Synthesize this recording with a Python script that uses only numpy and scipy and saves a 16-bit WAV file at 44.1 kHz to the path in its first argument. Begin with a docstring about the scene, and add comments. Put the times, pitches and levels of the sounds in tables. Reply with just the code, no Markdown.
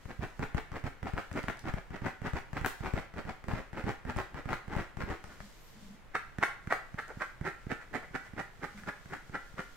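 """Fingernails scratch the pebbled skin of an inflated ball, close by in a quiet room.
First the two hands take turns on its sides; then sleeves rustle, the ball is turned over, and one
hand scratches its top. Each fingertip lands with a soft thump, and its nail rattles over the pebbles
in a train of tiny slips, now and then snapping free. The slips excite the modes of the enclosed air,
and the room reverberates."""
import sys
import numpy as np
from scipy import signal
from scipy.fft import rfft, irfft, next_fast_len
from scipy.io import wavfile
from scipy.ndimage import map_coordinates

SR = 44100
rng = np.random.default_rng(int(sys.argv[2]) if len(sys.argv) > 2 else 0)


def wrap_up_sound(samples):
    """Save the sound to the file named by the first command line argument, as 16-bit audio."""
    columns = np.atleast_2d(samples).T
    # keep every value between -1 and 1, then stretch to whole-number steps
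    tamed = np.clip(columns, -1, 1)
    steps = np.round(tamed * 32767).astype(np.int16)
    wavfile.write(sys.argv[1], SR, steps)


N = 430416

TURNED_S = 5.8  # the ball is upright before this time, lying and held out after it
# Strokes: a fingertip lands, then its nail drags. Each row: landing in seconds, hand, thump in dB,
# nail tick in dB, delay to the fastest moment in seconds, rasp in dB, length in seconds.
SCRATCHES = [(.059, "left", -35, -50, 0.05, -44.5, 0.015), (0.1955, "right", -29.5, -58, 0.042, -38, 0.016),
             (0.3975, "right", -28.5, -43, 0.037, -36.5, 0.019),
             (0.55, "left", -21.5, -39.5, .035, -35.5, .011),
             (0.7218, "left", -34, -45.5, 0.038, -40, 0.019),
             (0.8437, "right", -27.5, -45, 0.024, -37.5, 0.011),
             (1.033, "right", -31, -42, 0.041, -40, 0.022),
             (1.1393, "left", -25.5, -45.5, .045, -38.5, 0.016),
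             (1.318, "left", -34, -44.5, 0.058, -35.5, 0.022),
             (1.4423, "right", -32.5, -41, 0.055, -37, 0.011),
             (1.6432, "right", -37.5, -55, 0.039, -38, 0.019),
             (1.742, "left", -23.5, -39.5, 0.04, -42.5, 0.012), (1.909, "left", -35, -49, 0.044, -43, .021),
             (2.0217, "right", -32.5, -52, 0.044, -36, 0.022),
             (2.221, "right", -31.5, -47.5, 0.047, -37, 0.018),
             (2.338, "left", -25.5, -40.5, .032, -36, 0.014),
             (2.535, "left", -31, -41.5, 0.043, -37, 0.016),
             (2.6164, "right", -30.5, -43, 0.045, -35.5, 0.014),
             (2.8102, "right", -31.5, -50, .055, -37.5, .022),
             (2.9402, "left", -22, -40, 0.042, -37.5, 0.02),
             (3.1428, "left", -40, -49, 0.048, -40.5, 0.022),
             (3.2552, "right", -38, -49, 0.041, -40.5, 0.02),
             (3.4875, "right", -29, -39, 0.028, -39.5, 0.026),
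             (3.5368, "left", -24.5, -48, 0.045, -42.5, 0.032),
             (3.7344, "left", -36, -46.5, 0.051, -40, 0.025),
             (3.8433, "right", -28, -46, 0.048, -35.5, 0.023),
             (4.055, "right", -32.5, -48, 0.043, -38.5, 0.02),
             (4.1663, "left", -26.5, -38.5, .03, -37, 0.019),
             (4.348, "left", -36, -45.5, .036, -43.5, .024),
             (4.46, "right", -30.5, -47.5, 0.062, -36.5, 0.024),
             (4.6836, "right", -33.5, -49, 0.052, -40.5, .026),
             (4.768, "left", -22.5, -40, 0.03, -38, .026), (4.974, "left", -32, -43, 0.042, -38.5, 0.017),
             (5.038, "right", -29.5, -55, .074, -40, 0.031),
             (5.245, "left", -41.5, -45.5, 0.06, -56.5, 0.075),
             (6.119, "flick", -59, -62, 0.039, -28, 0.0085),
             (6.3885, "flick", -28.5, -38.5, .044, -26, 0.0094),
             (6.6763, "flick", -30.5, -43, 0.048, -29, 0.012),
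             (6.9458, "flick", -32.5, -49.5, .046, -33.5, 0.0078),
             (7.1743, "flick", -35.5, -62, 0.047, -32, 0.011),
             (7.4152, "top", -28.5, -47, 0.058, -33.5, .017), (7.67, "top", -30.5, -54, 0.049, -33, 0.012),
             (7.934, "top", -39.5, -58, 0.025, -34, 0.019), (8.112, "top", -46, -60, 0.045, -32.5, .01),
             (8.3376, "top", -36.5, -53, .059, -34, 0.015), (8.596, "top", -46, -62, .047, -34.5, 0.013),
             (8.839, "top", -44, -47.5, 0.049, -33.5, 0.011),
             (9.061, "top", -41.5, -51.5, 0.078, -39.5, .021),
             (9.299, "top", -39.5, -54.5, 0.057, -36, 0.013), (9.543, "top", -43, -60, .053, -35, 0.012)]
# A nail catches and snaps free. Each row: time in seconds, snap in dB, treble crack in dB.
NAIL_SNAPS = [(1.179, -33, -65), (1.4837, -29.5, -66), (2.263, -39, -70), (2.569, -36.5, -69),
              (2.647, -28.5, -50), (2.6615, -28, -35.5), (4.187, -31.5, -58), (4.49, -37, -64),
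              (4.531, -31, -66), (6.153, -30, -62), (6.4281, -24, -63), (6.4354, -21, -64),
              (6.71, -33, -64), (6.7247, -23.5, -51), (6.988, -40, -72), (7.709, -41, -66),
              (7.94, -36.5, -62)]
# Where a hand meets the ball: "left" and "right" on the sides, "flick" and "top" (longer sweeps) above.
# Each row: left-right balance of thump, of rasp and of snap in dB, patch resonance in Hz,
# tilt in dB per octave, rumble relative to the rasp in dB.
CONTACTS = {"left": (18, -1, 1, 517, -.5, -1.5), "right": (-16, 2, 6, 834, -0.5, -0.5),
            "flick": (-5.5, 2.5, 0.5, 1150, -0.5, -15.5), "top": (-8.5, 0, -4, 490, -.1, -5)}


def amp(db):
    """Decibels to gain."""
    return 10 ** (np.asarray(db) / 20)


def unit(x):
    """Scale to rms 1."""
    return x / np.sqrt(np.mean(x ** 2) + 1e-20)


def along(points, hz):
    """Interpolate (Hz, value) points on a logarithmic frequency axis."""
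    knots_hz, values = np.transpose(points)
    return np.interp(np.log(hz + 1), np.log(knots_hz), values)


def pan(db):
    """Left and right gains of mean power 1, with a level difference of db."""
    return unit(amp([[db / 2], [-db / 2]]))


def add(track, s, sound):
    """Superpose a sound on the track from time s."""
    i = max(round(s * SR), 0)
    track[..., i:i + sound.shape[-1]] += sound[..., :N - i]


def convolve(x, response):
    """Pass x through an impulse response."""
    return signal.oaconvolve(np.atleast_2d(x), np.atleast_2d(response), axes=1)[:, :N]


def minimum_phase(points, size=4096):
    """Causal impulse response with the given (Hz, dB) spectrum, by folding the cepstrum."""
    cepstrum = irfft(np.log(amp(along(points, np.fft.rfftfreq(size, 1 / SR)))))
    cepstrum[1:size // 2] *= 2
    cepstrum[size // 2 + 1:] = 0
    return irfft(np.exp(rfft(cepstrum)))


def colour(x, points):
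    """Give white excitation a spectral shape and keep its power."""
    response = minimum_phase(points)
    return convolve(x, response / np.linalg.norm(response))


def varying_convolve(x, draw_response):
    """Time-varying system: the ball keeps moving, so each third of a second has its own response."""
    hop = SR // 3
    out = np.zeros((2, N))
    for i in range(0, N, hop):
        add(out, i / SR, signal.fftconvolve(np.atleast_2d(x)[:, i:i + hop], draw_response(), axes=1))
    return out


def wobble(n, rate):
    """A smooth random curve of n samples with rate knots a second."""
    return map_coordinates(rng.standard_normal(n // 50 + 4), [np.arange(n) * rate / SR], order=3)


def swell(t, rise_s, fall_s, shape):
    """An envelope that peaks at t = 0; a larger shape flattens its top."""
    return np.exp(-np.abs(np.where(t < 0, t / rise_s, t / fall_s)) ** shape)


def swells(rows):
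    """Power sum of flat-topped envelopes from (centre s, half length s, dB) rows."""
    t = np.arange(N) / SR
    return np.sqrt(sum((amp(db) * swell(t - s, half, half, shape=6)) ** 2 for s, half, db in rows))


def friction(n, slips_per_s, scatter_db, hiss):
    """Stick-slip friction: randomly timed impulses over a fine hiss, as mid and side signals."""
    slips = (rng.random(n) < slips_per_s / SR) * amp(scatter_db * np.clip(rng.standard_normal(n), -2, 2))
    grains = unit(slips * rng.choice([-1, 1], n))
    return np.array([grains, grains * rng.standard_normal(n)]) + hiss * rng.standard_normal((2, n))


def click(decay_s, crumble):
    """An impulse with a decaying tail of small slips, holding the energy of 5 ms at rms 1."""
    t = np.arange(SR // 40) / SR
    slips = crumble * rng.standard_normal((2, len(t))) * np.exp(-t / decay_s)
    slips[:, 0] -= 1
    return unit(slips) * np.sqrt(1 / 5)


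def room_tone():
    """Stationary background noise: low rumble and faint hiss, partly coherent between left and right."""
    # Background spectrum. Each row: frequency in Hz, relative level in dB.
    spectrum = [(20, -0.5), (40, -1.5), (70, -13), (130, -10.5), (250, -19), (600, -21.5), (2000, -23.5),
                (6000, -46.5), (15000, -51.5)]
    noise = rng.standard_normal((2, N)) + 0.81 * rng.standard_normal(N)
    return amp(-54.5) * colour(unit(noise), spectrum)


def sleeves(elbows_in_db=-74.5, arms_out_db=-67, reach_s=3.5):
    """Friction of cloth on the moving arms makes a fine hiss, amplitude-modulated by the folds."""
    # Swishes as the arms shift. Each row: centre in seconds, half length in seconds, level in dB.
    swishes = [(.05, 0.41, -69.5), (1.25, 0.16, -70), (2.8, 0.15, -66), (5.6, 0.4, -64), (7.2, 0.16, -68),
               (8.8, 0.12, -65.5), (9.76, 0.16, -68)]
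    # Cloth spectrum. Each row: frequency in Hz, relative level in dB.
    spectrum = [(290, -25), (500, 12.5), (620, -23), (2290, -12), (2930, 3), (7240, -0.5), (10200, -9.5),
                (13800, -8), (15500, -18)]
    fibres = np.array([friction(N, slips_per_s=3000, scatter_db=4, hiss=0.8)[0] for _ in range(2)])
    folds = amp(1.5 * wobble(N, rate=18))
    steady = amp(np.interp(np.arange(N) / SR, [TURNED_S, TURNED_S + reach_s], [elbows_in_db, arms_out_db]))
    return np.hypot(steady, swells(swishes)) * folds * colour(unit(fibres), spectrum)


def landings():
    """Every impact of a fingertip, with or without a scratch."""
    # Fingers that only take hold. Each row: time in seconds, hand, thump in dB, nail tick in dB.
    taps = [(1.6942, "right", -32, -57), (3.4443, "right", -39.5, -46), (5.1046, "left", -31, -41),
            (5.4077, "left", -41, -44)]
    return [row[:4] for row in SCRATCHES] + list(taps)


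def thumps(rebound_hz=40, rebound_decay_s=0.026, knock_db=-17):
    """An impact radiates one push and pull of air and a knock; the ball rocks as a damped oscillator."""
    # Dry knock of a fingertip. Each row: frequency in Hz, relative level in dB.
    knock_spectrum = [(80, -3.5), (200, -9), (340, 1), (550, -4.5), (900, -31), (2500, -40.5)]
    shoves, knocks = np.zeros((2, 2, N))
    t = np.arange(-SR // 100, SR // 10) / SR
    after = np.maximum(t, 0)
    for s, hand, db, _ in landings():
        pan_db = CONTACTS[hand][0]
        # held upright, the ball gives way further and rocks more
        width_s, rock_db = (0.0016, -9) if s < TURNED_S else (0.0014, -21)
        pulse_time = t / (width_s * np.exp(0.08 * rng.standard_normal()))
        push = -pulse_time * np.exp(0.5 - pulse_time ** 2 / 2)
        rock_hz = rebound_hz * np.exp(0.524 * rng.standard_normal((2, 1)))
        rock = -np.sin(2 * np.pi * rock_hz * after) * np.exp(-after / rebound_decay_s)
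        add(shoves, s + t[0], amp(db) * (pan(pan_db) * push + amp(rock_db) * rock))
        add(knocks, s - 0.003, amp(db + knock_db) * pan(pan_db / 2) * click(decay_s=0.0038, crumble=0.22))
    return shoves + colour(knocks, knock_spectrum)


def ticks(edge_db=-17.5):
    """Brief contacts have broad spectra: nails and cuffs tick, and a freed nail cracks."""
    # Stray ticks of nails and cuffs. Each row: time in seconds, level in dB.
    stray_ticks = [(1.329, -55), (1.431, -53.5), (1.571, -60), (1.593, -52.5), (4.17, -50.5), (5.241, -59),
                   (6.412, -74), (7.081, -59)]
    # Spectra of a tick and of a crack. Each row: frequency in Hz, relative level in dB.
    tick_spectrum = [(300, -42), (2000, -10), (4000, 0), (7500, 0.5), (10500, -7.5), (15000, -14)]
    crack_spectrum = [(300, -28), (2000, -28), (4000, 3), (7500, 5.5), (11000, 1.5), (15500, 4.5)]
    small, cracks = np.zeros((2, 2, N))
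    landing_edges = [(s - 0.004, tick_db + edge_db) for s, _, _, tick_db in landings()]
    for s, db in landing_edges + list(stray_ticks):
        add(small, s, amp(db) * click(decay_s=0.002, crumble=0.25))
    for s, _, db in NAIL_SNAPS:
        add(cracks, s, amp(db) * snap_pan(s) * click(decay_s=0.00065, crumble=0.06))
    return colour(small, tick_spectrum) + colour(cracks, crack_spectrum)


def nail_passes(patch_scatter=0.09, graze_s=0.014):
    """Yield each pass: contact s, fastest moment s, length s, dB, left-right dB, patch Hz, dB/octave."""
    # The outstretched ball wanders right and back. Each row: time in seconds, left-right balance in dB.
    drift = [(6.4, -5), (7.2, -4.5), (8, -6.5), (8.65, -3.5), (8.9, 0), (9.6, .5)]
    # Returning nails graze the top. Each row: peak in seconds, level in dB, tilt in dB per octave.
    grazes = [(7.105, -44, -4.5), (7.821, -49, 1.5), (8.04, -47, -2.5), (8.263, -52, 3), (8.785, -53, 5.5)]
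    for landing, hand, _, _, drag_s, db, length in SCRATCHES:
        _, pan_db, _, patch_hz, tilt, _ = CONTACTS[hand]
        patch_hz = patch_hz * np.exp(patch_scatter * rng.standard_normal())  # never quite the same spot
        drift_db = np.interp(landing, *np.transpose(drift)) * (landing > TURNED_S)
        yield landing, landing + drag_s, length, db, pan_db + drift_db, patch_hz, tilt
    for s, db, tilt in grazes:
        yield s - 2 * graze_s, s, graze_s, db, 0, CONTACTS["top"][3], tilt


def stroke(speed, grains):
    """Speed sets the energy of the slips; their scattered origins decorrelate left and right treble."""
    # Stereo width of a slip. Each row: frequency in Hz, side relative to mid in dB.
    spread = [(100, -9), (400, -3.5), (900, -13), (2000, -9.5), (5000, 4), (12000, -14)]
    slips = speed * grains
    mid, side = slips * np.linalg.norm(speed) / np.linalg.norm(slips[0])
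    side = signal.fftconvolve(side, minimum_phase(spread, size=256))[:len(mid)]
    return np.array([mid + side, mid - side])


def skin_patch(x, patch_hz, tilt, boost_db=5, log_width=0.11):
    """Local resonance: each patch of skin has its own pitch, and the nail's angle tilts the spectrum."""
    hz = np.geomspace(100, 16000, num=60)
    slope_db = tilt * np.log2(np.clip(hz, 300, 9000) / 1200)
    peak_db = boost_db * np.exp(-(np.log(hz / patch_hz) / log_width) ** 2)
    response = minimum_phase(np.transpose([hz, slope_db + peak_db]), size=1024)
    return signal.fftconvolve(x, response[None], axes=1)


def rasp():
    """Source and filter: nails tick, slip and snap on the pebbles, and the ball colours the impulses."""
    # Response of the ball's sides and of its top. Each row: frequency in Hz, relative level in dB.
    side_spectrum = [(100, -33.5), (280, -6.5), (450, -3.5), (600, 0.5), (800, 2), (1050, -1), (1400, 1),
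                     (2050, -2), (2700, -12), (3600, -20.5), (5000, -25.5), (8000, -28), (10500, -36),
                     (14000, -35.5)]
    top_spectrum = [(100, -40), (280, -7.5), (450, -4.5), (600, -2), (800, 2.5), (1050, -4), (1400, 4.5),
                    (2050, 1.5), (2700, -14.5), (3600, -21.5), (5000, -27), (8000, -27.5), (10500, -32.5),
                    (14000, -37)]
    sides, top = np.zeros((2, 2, N))
    t = np.arange(-SR // 10, SR // 12) / SR
    for contact_s, s, length, db, pan_db, patch_hz, tilt in nail_passes():
        clumps = amp(2.2 * wobble(len(t), rate=230))
        slips_per_s = 1200 if s < TURNED_S else 3000  # sweeps over the top cross more pebbles a second
        grains = clumps * friction(len(t), slips_per_s, scatter_db=3.7, hiss=0.35)
        touching = s + t > contact_s - 0.004
        speed = swell(t, 1.047 * length, 0.98 * length, shape=1.25) * touching
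        rattle = skin_patch(stroke(speed, grains), patch_hz, tilt)
        add(sides if s < TURNED_S else top, s + t[0], amp(db) * pan(pan_db) * rattle)
    for s, _, _, tick_db in landings():
        add(sides if s < TURNED_S else top, s - 0.0035, amp(tick_db) * click(decay_s=0.006, crumble=0.079))
    for s, db, _ in NAIL_SNAPS:
        add(sides if s < TURNED_S else top, s, amp(db) * snap_pan(s) * snap())
    skin = colour(sides, side_spectrum) + colour(top, top_spectrum)
    return skin + cavity(skin)


def cavity(drive, ring_db=-25, blur_hz=16):
    """Cavity resonance: the enclosed air rings at its modes, broadened as the fingers squeeze the ball."""
    # Air modes. Each row: frequency in Hz, relative level in dB, time to decay by 60 dB in seconds.
    modes = [(775, -7, .3), (818, -8, .3), (1060, -8, .3), (1245, -6, .3), (1345, -2, .35), (1410, 0, .35),
             (1485, -2, .3), (1600, -2, .35), (1725, -3, .35), (1830, -5, .3), (1962, -1, .35),
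             (2075, -10, .25), (2260, -7, .3), (2430, -7, .3), (3030, -8, .35), (4140, -6, .4),
             (7650, -8, .4)]
    t = np.arange(SR // 4) / SR
    hz, db, t60 = np.transpose(modes)[:, :, None]
    decay = amp(-60 * t / t60)
    decay = amp(db + ring_db) * decay / np.linalg.norm(decay, axis=1, keepdims=True)

    def response():
        phase_walk = np.cumsum(rng.standard_normal(decay.shape), axis=1) * np.sqrt(2 * np.pi * blur_hz / SR)
        phase = 2 * np.pi * (hz * t + rng.random(hz.shape)) + phase_walk
        stereo_phase = 0.42 * rng.standard_normal(hz.shape)
        return np.array([np.sum(decay * np.sin(phase + side * stereo_phase), axis=0) for side in (1, -1)])
    return varying_convolve(drive, response)


def rumble(waft_db=-8):
    """Forced vibration: dragging fingers shake the skin; beside the upright ball the hands waft air."""
    # Spectra of the dragged skin and the wafted air. 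Each row: frequency in Hz, relative level in dB.
    skin_spectrum = [(20, -27), (45, -2), (130, -1), (260, -3), (420, -6), (900, -51), (3000, -53.5)]
    waft_spectrum = [(20, 4), (35, 0.5), (60, -18), (110, -5.5), (300, -49)]
    drag, waft = np.zeros((2, 2, N))
    t = np.arange(-SR // 10, SR // 12) / SR
    for landing, hand, _, _, drag_s, rasp_db, length in SCRATCHES:
        s = landing + drag_s
        db = rasp_db + CONTACTS[hand][5]
        grains = friction(len(t), slips_per_s=900, scatter_db=2.5, hiss=0.36)
        speed = swell(t, 1.6 * length, 0.93 * length, shape=2.08)
        add(drag, s + t[0] - 0.002, amp(db) * stroke(speed, grains))
        if s < TURNED_S:
            puff = swell(t, 0.025, 0.046, shape=2) * rng.standard_normal((2, len(t)))
            add(waft, s + t[0], amp(db + waft_db) * puff)
    lying = np.arange(N) / SR > TURNED_S
    # the lying ball is cradled from below, which damps its slowest motion
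    cradled = signal.lfilter(*signal.butter(2, 130, "high", fs=SR), drag * lying)
    return colour(drag * ~lying + cradled, skin_spectrum) + colour(waft, waft_spectrum)


def walls(delay_s=0.006):
    """Impulse response of a diffuse field: noise that decays exponentially, each band at its own rate."""
    # Decay of the room. Each row: frequency in Hz, reverberation time in seconds.
    decay_times = [(100, 0.025), (250, 0.085), (550, 0.5), (1400, 0.42), (4000, 0.4), (12000, 0.28)]
    # Strength of the reverberation. Each row: frequency in Hz, level in dB.
    levels = [(60, -46), (250, -2), (600, -11.5), (1500, -7), (4000, 2), (12000, 0.5)]
    hz, t, bands = signal.stft(rng.standard_normal((3, SR // 2)), SR, nperseg=256)
    t60 = along(decay_times, hz)[:, None]
    decay = amp(along(levels, hz)[:, None] - 60 * t / t60)
    energy_scale = np.sqrt(2 * np.log(1000) / (t60 * SR))
    left, right, shared = signal.istft(bands * decay * energy_scale, SR, nperseg=256)[1]
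    shared = signal.lfilter(*signal.butter(1, 2200, fs=SR), shared)  # long waves reach both sides alike
    tail = 0.81 * np.array([left, right]) + 0.83 * shared
    return np.pad(tail, ((0, 0), (round(delay_s * SR), 0)))


def room(x, outstretched_db=-1):
    """Direct-to-reverberant ratio: held out, the ball is nearer and the room counts for less."""
    send = amp(outstretched_db * (np.arange(N) / SR > TURNED_S))
    return varying_convolve(x * send, walls)


def snap(shudder_db=-7, rise_s=0.0007, decay_s=0.0018):
    """Impulsive excitation: a freed nail slaps the skin, which shudders for a few milliseconds."""
    t = np.arange(SR // 40) / SR
    shudder = unit(rng.standard_normal(len(t)) * np.exp(-t / decay_s) * (1 - np.exp(-t / rise_s)))
    slap = click(decay_s=0.00067, crumble=0.018)
    return unit(slap + amp(shudder_db) * shudder) * np.sqrt(1 / 5)


def snap_pan(s):
    """A snap takes the left-right balance listed for the hand whose stroke is nearest to time s."""
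    _, hand = min((abs(landing + drag_s - s), hand) for landing, hand, _, _, drag_s, *_ in SCRATCHES)
    return pan(CONTACTS[hand][2])


def grip_drone(centre_hz=205, bandwidth_hz=14):
    """Narrow-band noise wavers by itself: a faint low drone while the grip changes."""
    # Changes of grip. Each row: centre in seconds, half length in seconds, level in dB.
    grips = [(5.45, 0.035, -58), (5.8, 0.047, -54), (5.92, 0.079, -54.5), (8.78, .06, -54.5)]
    t = np.arange(SR // 5) / SR
    ring = np.exp(-np.pi * bandwidth_hz * t) * np.sin(2 * np.pi * centre_hz * t)
    return swells(grips) * unit(convolve(rng.standard_normal(N), ring))


def palm(peak_s=5.67, slide_db=-68):
    """Sliding friction: a thin hiss follows the speed of the palm round to the top of the ball."""
    # Spectrum of the slide. Each row: frequency in Hz, relative level in dB.
    spectrum = [(3000, -10), (9000, -14), (12000, 2), (14000, 2), (16000, -12)]
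    speed = swell(np.arange(N) / SR - peak_s, rise_s=0.11, fall_s=0.062, shape=2)
    return amp(slide_db) * speed * colour(rng.standard_normal((2, N)), spectrum)


def scene():
    """The sources superpose; the ball's path to the left is longer, so it arrives two samples later."""
    ball = rasp() + rumble() + thumps() + ticks()
    direct = np.array([np.pad(ball[0], (2, 0))[:N], ball[1]])
    return direct + room(ball.mean(axis=0)) + sleeves() + palm() + grip_drone() + room_tone()


def record(dry, cutoff_hz=15800):
    """Band limiting: an ideal low-pass filter removes everything above the cutoff."""
    size = next_fast_len(N + SR // 4)
    passband = np.fft.rfftfreq(size, 1 / SR) < cutoff_hz
    return irfft(rfft(dry, size) * passband, size)[:, :N]


dry = scene()
out = record(dry)
wrap_up_sound(out)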